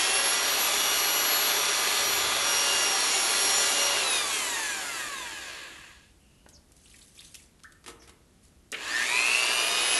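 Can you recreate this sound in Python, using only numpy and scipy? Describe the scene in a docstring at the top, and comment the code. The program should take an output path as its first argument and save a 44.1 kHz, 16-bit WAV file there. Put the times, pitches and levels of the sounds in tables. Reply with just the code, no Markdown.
"""Paddle mixer in a mortar bucket

A handheld electric mixer stirs mortar, coasts to a stop and is switched on again. One rotor speed
drives the gear whine, the motor's mains-pulsed growl and the rush of fan and gears.
In the pause grit is tipped in from a small pail, and the pail is set down."""
import sys
import numpy as np
from scipy import signal
from scipy.fft import rfft, irfft, next_fast_len
from scipy.io import wavfile
from scipy.ndimage import uniform_filter1d

SR = 44100
rng = np.random.default_rng(int(sys.argv[2]) if len(sys.argv) > 2 else 0)


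def wav_out(sig):
    """Save sig, one row per channel (or a flat mono array), as 16-bit PCM at SR to the path in sys.argv[1]."""
    wavfile.write(sys.argv[1], SR, np.round(np.clip(np.atleast_2d(sig).T, -1, 1) * 32767).astype(np.int16))


N = 440559
TIME = np.arange(N) / SR
OFF_S, ON_S = 3.96, 8.722  # trigger released, pressed
LOOSEN_S = .8  # release to fully loose gears
MAINS_HZ, NO_LOAD_RPS, SLOT_COUNT = 60, 289, 12
RIPPLE_DB = 3.8

# bucket and motor housing resonances: f/Hz, width/Hz, lift/dB
HOUSING = [(420, 36, 7), (567, 66, -3), (880, 87, -2), (1095, 590, 5), (1642, 91, 8), (2024, 120, 5),
           (2446, 760, 6.5), (3500, 400, 3.5), (4400, 530, 5), (7040, 1060, 7.5), (10120, 820, 3.5)]
# gearbox casing resonances: f/Hz, width/Hz, lift/dB
CASING = [(1070, 220, 11), (1680, 150, 9.5), (1880, 410, 5.5), (2454, 230, 8.5), (3130, 170, 8),
          (3720, 330, 6.5), (4940, 90, -1), (7650, 420, 8), (10280, 470, 15)]


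def amp(db):
    """dB to gain."""
    return 10 ** (np.asarray(db) / 20)


def unit(x):
    """Scale to rms 1."""
    return x / np.sqrt(np.mean(x ** 2) + 1e-20)


def curve(points):
    """(t/s, value) points to one value per sample."""
    return np.interp(TIME, *np.transpose(points))


def read(points, hz):
    """(f/Hz, value) points interpolated over log frequency."""
    f, value = np.transpose(points)
    return np.interp(np.log(hz + 1), np.log(f + 1), value)


def lift_db(resonances, hz):
    """Summed lift of resonance peaks at hz."""
    grid_hz = np.arange(0, 13000, 10)
    lift = sum(db / (1 + (2 * (grid_hz - f) / width) ** 2) for f, width, db in resonances)
    return np.interp(hz, grid_hz, lift)


def filtered(x, gain):
    """FFT filter by gain(f/Hz)."""
    size = next_fast_len(len(x))
    return irfft(rfft(x, size) * gain(np.fft.rfftfreq(size, 1 / SR)), size)[:len(x)]


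def coloured(x, spectrum):
    """Shape by (f/Hz, level/dB) points; rms 1."""
    return unit(filtered(x, lambda f: amp(read(spectrum, f))))


def band(x, hz, octaves):
    """Band-pass, Gaussian over log frequency."""
    return filtered(x, lambda f: np.exp(-.5 * (np.log2((f + 1) / hz) / octaves) ** 2))


def drift(hz):
    """Random wander, rms 1, hz new values a second."""
    knots = rng.standard_normal(40000)
    return unit(np.interp(TIME * hz, np.arange(len(knots)), knots))


def swell(middle_s, length_s):
    """Soft-edged window, peak 1."""
    return np.exp(-(2 * (TIME - middle_s) / length_s) ** 4)


def add(mix, start_s, sound):
    """Mix a sound in, in place."""
    part = mix[round(start_s * SR):][:len(sound)]
    part += sound[:len(part)]


def burst(t60_s):
    """Decaying noise puff."""
    t = TIME[:SR // 4]
    return rng.standard_normal(len(t)) * amp(-60 * t / t60_s)


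def impacts(rows, octaves):
    """Small impacts, each a puff around its own pitch."""
    out = np.zeros(N)
    for start_s, db, hz, t60_s in rows:
        puff = burst(t60_s)
        hit = band(puff, hz, octaves)
        add(out, start_s, amp(db) * hit * np.std(puff) / np.std(hit))
    return out


def rotor_rps(coast_s=2.1975, drag_rps=299, restart_rps=269.2):
    """Turns per second: loaded by mortar, braked by friction and fan drag, at rest, climbing again."""
    # stirring: t/s, speed/rps
    stir = [(0.0, 269.5), (0.51, 285.8), (0.73, 287.8), (1.45, 288.5), (2.25, 285.0), (3.12, 279.6),
            (3.34, 279.7), (3.96, 284.4)]
    # quick and slow part of the climb: share, time constant/s
    lags = [(.7325, .225), (.2675, .769)]
    left = np.clip(1 - (TIME - OFF_S) / coast_s, 0, 1)
    coast = drag_rps * np.tan(np.arctan(stir[-1][1] / drag_rps) * left)  # drag = friction at drag_rps
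    on_s = np.maximum(TIME - ON_S, 0)
    climb = restart_rps * sum(share * (1 - np.exp(-on_s / lag_s)) for share, lag_s in lags)
    return np.where(TIME < OFF_S, curve(stir), coast + climb)


def halvings(rps):
    """Octaves below no-load speed."""
    return -np.log2(rps / NO_LOAD_RPS + 1e-9)


def current(rps):
    """Share of stall current: a slower rotor draws more."""
    return np.sqrt(np.maximum(1 - rps / NO_LOAD_RPS, 0))


def freewheel(release_s):
    """0 under power, ramping to 1 after trigger release."""
    return np.clip((TIME - OFF_S) / release_s, 0, 1) * (TIME < ON_S)


def tone(turns, order, waver_db, blur_rad):
    """One multiple of rotor speed; swells and smears as the tool sways."""
    sway = amp(waver_db * drift(14) - waver_db ** 2 / 10)
    phase = 2 * np.pi * (order * turns + rng.random()) + blur_rad * drift(40)
    return np.sqrt(2) * sway * np.cos(phase)


def ripple(hz, depth_db):
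    """Gain through the casing's fine resonances, which break up a gliding tone."""
    modes = rng.standard_normal(400)
    return amp(depth_db * np.interp(hz / 80, np.arange(len(modes)), modes) - depth_db ** 2 / 14)


def reflected(x, delays_ms=(4.3, 9.1, 15.7, 23.3)):
    """Echoes off floor, legs and bucket make a gliding tone flicker."""
    echoes = sum(np.pad(x, (int(ms * SR / 1000), 0))[:N] for ms in delays_ms)
    return .92 * (x + .22 * echoes)


def room(x):
    """Diffuse tail; treble dies first."""
    # decay: f/Hz, t60/s
    decay = [(200, 0.98), (1500, 0.54), (5000, 0.21), (12000, 0.31)]
    hz, t, spectra = signal.stft(rng.standard_normal(SR) * (TIME[:SR] > .006), SR, nperseg=256)
    tail = signal.istft(spectra * amp(-60 * t / read(decay, hz)[:, None]), SR, nperseg=256)[1]
    return signal.fftconvolve(x, tail / np.linalg.norm(tail))[:N]


def background(level_db=-59.5):
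    """Steady, bass-heavy noise."""
    # spectrum: f/Hz, level/dB
    spectrum = [(15, -22), (40, -3), (62, 0), (110, -8), (260, -11), (600, -21), (1100, -26), (4000, -29),
                (12000, -31)]
    return amp(level_db) * coloured(rng.standard_normal(N), spectrum)


def squeaks(jitter=.066):
    """Brief unsteady glides."""
    # t/s, length/s, first f/Hz, last f/Hz, level/dB
    glides = [(6.15, 0.35, 2800, 2840, -73), (6.523, 0.058, 6900, 4450, -56),
              (7.64, 0.0235, 1310, 1920, -47), (7.99, 0.061, 5840, 5240, -60)]
    out, unsteady = np.zeros(N), 1 + jitter * drift(900)
    for start_s, length_s, first_hz, last_hz, db in glides:
        n = int(length_s * SR)
        hz = np.linspace(first_hz, last_hz, n) * unsteady[int(start_s * SR):][:n]
        glide = np.sqrt(2) * np.sin(2 * np.pi * np.cumsum(hz) / SR)
        add(out, start_s, amp(db) * glide * signal.windows.tukey(n, .5))
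    return out


def lumps():
    """Clods and crumbs land; lumps plop into wet mortar."""
    # dry landings: t/s, level/dB, f/Hz, t60/s
    clods = [(6.463, -44, 685, 0.027), (6.488, -48.5, 7000, 0.075), (6.72, -48.5, 8000, 0.026),
             (6.766, -50, 6000, .02), (7.208, -41, 3800, 0.012), (7.246, -46, 5000, 0.03),
             (7.344, -38.5, 5000, 0.038), (7.353, -38, 7000, 0.029), (7.635, -45.5, 4470, 0.044),
             (7.722, -48.5, 5470, 0.028)]
    # wet landings: t/s, level/dB, f/Hz, t60/s
    plops = [(6.858, -53, 3120, .05), (6.914, -55, 3120, .05), (6.942, -49.5, 2130, 0.046),
             (7.018, -51, 3950, .04), (7.176, -52, 2700, 0.055), (7.191, -43.5, 3670, .08),
             (7.219, -51, 2400, .05), (7.249, -49, 3900, .05), (7.348, -47, 2840, 0.046),
             (7.366, -50, 3400, 0.028), (7.398, -54, 2210, 0.04)]
    return impacts(clods, octaves=1.13) + impacts(plops, octaves=.22)


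def pour(grains_per_pitch=1666, spread_db=2.5, decay_cycles=9.8):
    """Uneven grains land in clumps, each ringing briefly; a last few trickle after."""
    # flow from the pail: t/s, level/dB
    flow = [(6.4, -75), (6.68, -80), (6.78, -65), (6.97, -56.5), (7.14, -63), (7.19, -54.5), (7.28, -58),
            (7.39, -58), (7.45, -64), (7.55, -90)]
    # grit spectrum: f/Hz, level/dB
    spectrum = [(710, -42), (1200, -2), (1280, -13), (1780, -20), (3560, -13), (4670, -10.5), (10100, -9),
                (12000, -9), (15600, -41), (22000, -120)]
    t, grains = TIME[:SR // 50], np.zeros(N)
    for hz in np.geomspace(1600, 11000, 24):
        sizes = amp(spread_db * np.minimum(rng.exponential(1, grains_per_pitch), 4))
        landings = np.zeros(N)
        landings[rng.integers(0, N, grains_per_pitch)] = sizes
        ring = hz * np.sin(2 * np.pi * hz * t) * np.exp(-t * hz / decay_cycles)
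        grains += signal.oaconvolve(landings, ring)[:N]
    clumps = amp(2 * drift(110))
    trickle = amp(-64.5) * swell(middle_s=8.46, length_s=.063)
    return (amp(curve(flow)) + trickle) * clumps * coloured(grains, spectrum)


def pail(ring_db=-8):
    """Gritty knocks ring the hollow pail as it is set down."""
    # t/s, level/dB, t60/s
    knocks = [(7.842, -50, 0.06), (7.862, -41.5, 0.08), (7.872, -46, 0.059), (7.879, -38, 0.1),
              (7.9, -44.5, 0.056), (8.021, -55.5, 0.3), (8.076, -50.5, 0.11), (8.094, -46, 0.045)]
    # pail modes: f/Hz, level/dB, t60/s
    modes = [(373, -3, 0.35), (475, -2, 0.25), (1300, -8, 0.25), (1730, -13, .2), (1895, -6, 0.18)]
    # scrape spectrum: f/Hz, level/dB
    scrape = [(71, -45), (120, -24), (367, -4), (778, -12), (1310, -6), (1470, -11), (1960, -5), (2240, -9),
              (11300, -15), (12000, -25), (15600, -51), (22000, -120)]
    t, blows = TIME[:SR], np.zeros(N)
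    for start_s, db, t60_s in knocks:
        add(blows, start_s, amp(db) * burst(t60_s))
    response = sum(amp(db - 60 * t / t60_s) * np.sin(2 * np.pi * hz * t) for hz, db, t60_s in modes)
    ring = unit(signal.fftconvolve(blows, response)[:N])
    return np.std(blows) * (coloured(blows, scrape) + amp(ring_db) * ring)


def switch_on():
    """Trigger click, motor jolt, gear teeth taking up slack."""
    # t/s, level/dB, f/Hz, t60/s
    hits = [(8.718, -33, 7100, 0.058), (8.722, -45, 406, 0.62), (8.726, -31.5, 2090, 0.1),
            (8.743, -27, 2030, 0.058)]
    return impacts(hits, octaves=.58)


def churn(level_db=-64.5, fall_db_oct=3.5):
    """Paddle rumbling through mortar, louder as it rubs the bucket wall."""
    rumble = unit(band(rng.standard_normal(N), hz=97, octaves=.96))
    wall_db = 11 * swell(middle_s=2.25, length_s=.58)
    return amp(level_db - fall_db_oct * halvings(rotor_rps()) + wall_db + .5 * drift(25)) * rumble


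def hum(turns, rps, fall_db_oct=15):
    """Rotor unbalance, twice a turn."""
    # t/s, level/dB
    levels = [(0, -60), (.22, -42), (.35, -50), (2.2, -52.5), (2.5, -43.5), (3.3, -55), (3.9, -39),
              (4.1, -48)]
    return amp(curve(levels) - fall_db_oct * halvings(rps)) * tone(turns, 2, waver_db=.5, blur_rad=.23)


def slot_wind(turns, rps, rush_db):
    """Rotor slots chop air like a faint siren, clearest when coasting."""
    # slot harmonic, driven level/dB, coasting level/dB (relative; follow the rush)
    harmonics = [(1, -30, -10), (2, -24, -11), (3, -17, -7), (4, -30, -10), (5, -30, -14)]
    free, out = freewheel(LOOSEN_S), np.zeros(N)
    for k, driven_db, coast_db in harmonics:
        hz = k * SLOT_COUNT * rps
        db = driven_db + free * (coast_db - driven_db) + .4 * lift_db(CASING, hz)
        radiated = ripple(hz, RIPPLE_DB) / (1 + (1500 / (hz + 1)) ** 8)
        out += amp(db) * radiated * tone(turns, k * SLOT_COUNT, waver_db=2, blur_rad=.7)
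    return amp(rush_db - 2) * out


def stator_rasp(turns, rps, powered, mains, levels_db=(-43, -41, -43, -48), fall_db_oct=7, cut_hz=2300):
    """Heavy current drives upper slot harmonics; the stator is too small to radiate low ones."""
    rasp = np.zeros(N)
    for k, db in enumerate(levels_db, 2):
        hz = k * SLOT_COUNT * rps
        radiated = amp(.7 * lift_db(HOUSING, hz)) * hz ** 6 / (hz ** 6 + cut_hz ** 6)
        rasp += amp(db) * radiated * tone(turns, k * SLOT_COUNT, waver_db=3, blur_rad=1.4)
    drive = current(rps) * powered * mains * (1 + .53 * drift(500))
    return amp(-fall_db_oct * halvings(rps)) * drive * rasp


def growl(turns, rps, powered, force_db=-42.5, fall_db_oct=11.5, stall_lift_db=14.5):
    """Rotor slots strike the stator in two bursts per mains cycle; current sharpens the bursts."""
    # slot harmonics: level/dB
    slots_db = [0, -46, -28]
    # swell while stirring: t/s, level/dB
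    swells = [(0.1, 0), (.35, -2), (.8, 5.5), (1.15, -9), (1.5, 4.5), (2.0, -2), (2.4, 1.5), (3.6, -4.5),
              (4.2, -2)]
    # stator resonances: f/Hz, width/Hz, lift/dB
    stator = [(1800, 140, 22), (2480, 520, 13.5), (2766, 540, 9)]
    load = current(rps)
    pull = sum(amp(db) * tone(turns, k * SLOT_COUNT, waver_db=1, blur_rad=.4)
               for k, db in enumerate(slots_db, 1))
    pull *= 1 + .2 * np.cos(2 * np.pi * turns) + .25 * drift(500)
    sparks = unit(filtered(rng.standard_normal(N), lambda f: 1 / (1 + ((f - 2300) / 1100) ** 4)))
    snap = np.clip(.6 + 3.4 * load, 0, 3)
    bursts = np.exp(snap * np.cos(2 * np.pi * 2 * MAINS_HZ * TIME)) / np.sqrt(np.i0(2 * snap))  # rms 1
    db = force_db + curve(swells) - fall_db_oct * halvings(rps) + stall_lift_db * load
    force = amp(db) * powered * bursts * (unit(pull) + .4 * load * sparks)
    return filtered(force, lambda f: amp(lift_db(stator, f)))


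def gears(turns, rps, rush_db, pinion_teeth=5, second_order=1.4):
    """Weaker mesh tones flare as they cross resonances; the small gearbox radiates little bass."""
    # mesh harmonic, driven level/dB, coasting level/dB (relative; follow the rush)
    pinion = [(1, -12, 2), (5, -12, -10), (6, -18, -10), (7, -17, -9), (9, -30, -11), (12, -35, -11),
              (16, -45, -13)]
    # second-stage harmonics: level/dB re rush
    second_db = [-14.5, -15, -14.5, -20, -16.5]
    free, out = freewheel(release_s=.88), np.zeros(N)
    for k, driven_db, coast_db in pinion:
        hz = k * pinion_teeth * rps
        db = (1 - free) * (driven_db - 5) + free * (coast_db - 5.5)
        db += .86 * lift_db(HOUSING, hz) + .51 * lift_db(CASING, hz)
        radiated = 1 / (1 + (820 / (hz + 1)) ** 8 + (hz / 11000) ** 8)
        out += amp(db) * radiated * tone(turns, k * pinion_teeth, waver_db=3, blur_rad=.3)
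    for k, db in enumerate(second_db, 1):
        out += amp(db) * (rps / rps.max()) ** 2 * tone(turns, k * second_order, waver_db=3.5, blur_rad=.71)
    return amp(rush_db) * out


def whine(turns, rps, powered, mains, buzz=.11, uneven=.21):
    """Pinion and brushes sing through casing resonances; loose teeth roughen the coasting whine."""
    # two pinion whines, two commutator whines: cycles per turn
    orders = [10, 15, 20, 40]
    # per whine: restart level/dB, coasting level/dB, driven fall/(dB/oct), coasting fall/(dB/oct)
    laws = [(-41, -43.5, 9, 6.5), (-43, -37, 8, 13.5), (-33, -38, 19, 14), (-37, -40, 26, 18)]
    # each whine while stirring: t/s, level/dB
    pinion_low = [(0.25, -37.5), (.5, -48), (1.1, -40.5), (1.55, -53), (1.9, -45), (2.3, -51), (2.6, -39),
                  (3.1, -43), (3.9, -35)]
    pinion_high = [(0.1, -42), (.35, -52), (.7, -46), (.9, -35), (1.7, -42), (2.9, -48), (3.5, -41),
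                   (3.96, -39)]
    brush_low = [(0.0, -33.5), (0.65, -38), (0.8, -33), (1.6, -32.5), (1.96, -36), (2.39, -38), (2.47, -32),
                 (3.19, -38), (3.48, -33.5), (3.96, -35)]
    brush_high = [(0.0, -35.5), (0.29, -28), (0.36, -38), (1.45, -30.5), (1.74, -46), (1.96, -39.5),
                  (3.05, -47), (3.27, -31.5), (3.96, -49)]
    free, slow, song = freewheel(release_s=.19), halvings(rps), np.zeros(N)
    for order, stirring, law in zip(orders, (pinion_low, pinion_high, brush_low, brush_high), laws):
        restart_db, coast_db, fall, coast_fall = law
        hz = order * rps
        driven_db = np.where(TIME < ON_S, curve(stirring), restart_db) - fall * slow
        db = (1 - free) * driven_db + free * (coast_db - coast_fall * slow) + lift_db(CASING, hz)
        loose = free * order / orders[-1]
        radiated = ripple(hz, RIPPLE_DB * loose) / (1 + (820 / (hz + 1)) ** 6)
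        song += amp(db) * radiated * tone(turns, order, waver_db=1.5, blur_rad=.22 + .9 * loose)
    return song * (1 + buzz * powered * (mains - 1)) * (1 + uneven * np.cos(2 * np.pi * turns))


def rattle(turns, rps):
    """Teeth and bearings rasp almost alike on every turn, mixed with air noise."""
    rasp = np.zeros(N)
    for _ in range(4):
        partials = np.r_[np.zeros(6), np.exp(2j * np.pi * rng.random(91))]  # orders 6 to 96
        one_turn = unit(irfft(partials, 2048))
        rasp += one_turn[(turns % 1 * len(one_turn)).astype(int)] * drift(6)
    density = np.sqrt(96 * rps / (SR / 2))  # holds level per Hz as partials crowd
    share = .17 + .28 * freewheel(LOOSEN_S)
    return np.sqrt(share) * density * unit(rasp) + np.sqrt(1 - share) * rng.standard_normal(N)


def rush_levels_db(rps):
    """Low, middle and high band of the rush, each falling with speed."""
    # per band: driven level/dB, its fall/(dB/oct), coasting level/dB, its fall/(dB/oct)
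    laws = [(-35, 8.4, -34.5, 8.1), (-33, 6.9, -37, 5.7), (-37, 9.7, -33, 9.4)]
    # high-band offset while stirring: t/s, level/dB
    treble = [(0, 0.5), (.5, 0), (.77, 2.5), (1.27, -0.5), (1.8, 1.5), (2.25, -1.5), (2.57, 2.5),
              (3.68, 4.5), (3.96, 0.5)]
    slow, free = halvings(rps), freewheel(release_s=.5)
    low, middle, high = [(1 - free) * (db - fall * slow) + free * (coast_db - coast_fall * slow)
                         for db, fall, coast_db, coast_fall in laws]
    return low, middle, high + curve(treble)


def rush(turns, rps, powered, mains, levels_db, flutter=.047, buzz=.0095):
    """Fan air and tooth rattle, throbbing per turn and mains half-wave, coloured by the housing."""
    # driven spectrum: f/Hz, level/dB
    driven_colour = [(59, -62), (100, -32), (270, -8.5), (333, -6.5), (398, -3.5), (517, -7), (571, -2),
                     (1180, -2), (1830, -3.5), (2840, -1.5), (4320, -1), (5170, -4), (5720, -1),
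                     (7880, -6.5), (11300, -3), (12000, -17), (15600, -31), (22000, -120)]
    # coasting spectrum: f/Hz, level/dB
    coast_colour = [(88, -61.5), (150, -37), (324, -9.5), (430, -19), (560, -11.5), (662, -15.5),
                    (767, -18), (1150, -13.5), (1430, -18.5), (1660, -2.5), (2300, -10), (2570, -2),
                    (5160, -6.5), (7310, -1), (12000, -2), (15600, -67), (22000, -120)]
    throb = (1 + flutter * np.cos(2 * np.pi * turns)) * (1 + buzz * powered * (mains - 1))
    drive = unit(rattle(turns, rps) * throb * amp(.97 * drift(900)))
    slack = np.interp(TIME, [4.1, 5.2, 8.8, 9.15], [0, 1, 1, 0])  # slow gears rattle loosely
    below = lambda f, edge_hz: 1 / (1 + (f / edge_hz) ** 6)
    bands = [lambda f: below(f, 1500),
             lambda f: below(f, 5600) - below(f, 1500),
             lambda f: 1 - below(f, 5600)]
    cores_hz = [(200, 1400), (3300, 5400), (5900, 9500)]  # spans that levels_db refers to
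    out = np.zeros(N)
    for colour, ring, weight in ((driven_colour, .57, 1 - slack), (coast_colour, .8, slack)):
        noise = filtered(drive, lambda f: amp(read(colour, f) + ring * lift_db(HOUSING, f)))
        hz, power = signal.welch(noise, SR, nperseg=2048, noverlap=0)
        for db, gain, (low_hz, high_hz) in zip(levels_db, bands, cores_hz):
            core_rms = np.sqrt(power[(hz > low_hz) & (hz < high_hz)].sum() * hz[1])
            out += weight * amp(db) * filtered(noise, gain) / core_rms
    return out


def scene(wet_db=-6.5, squeak_wet_db=-4.5):
    """Mixer, small sounds of the pause and background; mono on two channels."""
    rps = rotor_rps() * (1 + .0004 * drift(16))  # lumps tug at the paddle
    turns = np.cumsum(rps) / SR
    powered = uniform_filter1d(((TIME < OFF_S) | (TIME > ON_S)) * 1., 200)
    mains = 1 + .8 * np.cos(2 * np.pi * 2 * MAINS_HZ * TIME)
    bands_db = rush_levels_db(rps)
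    rush_db = bands_db[1]
    mixer = rush(turns, rps, powered, mains, bands_db) + hum(turns, rps)
    tones = whine(turns, rps, powered, mains) + gears(turns, rps, rush_db)
    tones += stator_rasp(turns, rps, powered, mains)
    mixer += reflected(tones) + growl(turns, rps, powered) + slot_wind(turns, rps, rush_db) + churn()
    small = lumps() + switch_on() + pour() + pail()
    squeak = squeaks()
    reverb = room(amp(wet_db) * small + amp(squeak_wet_db) * squeak)
    mono = background() + reverb + squeak + small + mixer
    return np.array([mono, mono])


def record(dry):
    """Steep low-pass at 12 kHz."""
    taps = signal.firwin(401, 12000, window=("kaiser", 9), fs=SR)
    return signal.oaconvolve(dry, taps[None], "same")


dry = scene()
out = record(dry)
wav_out(out)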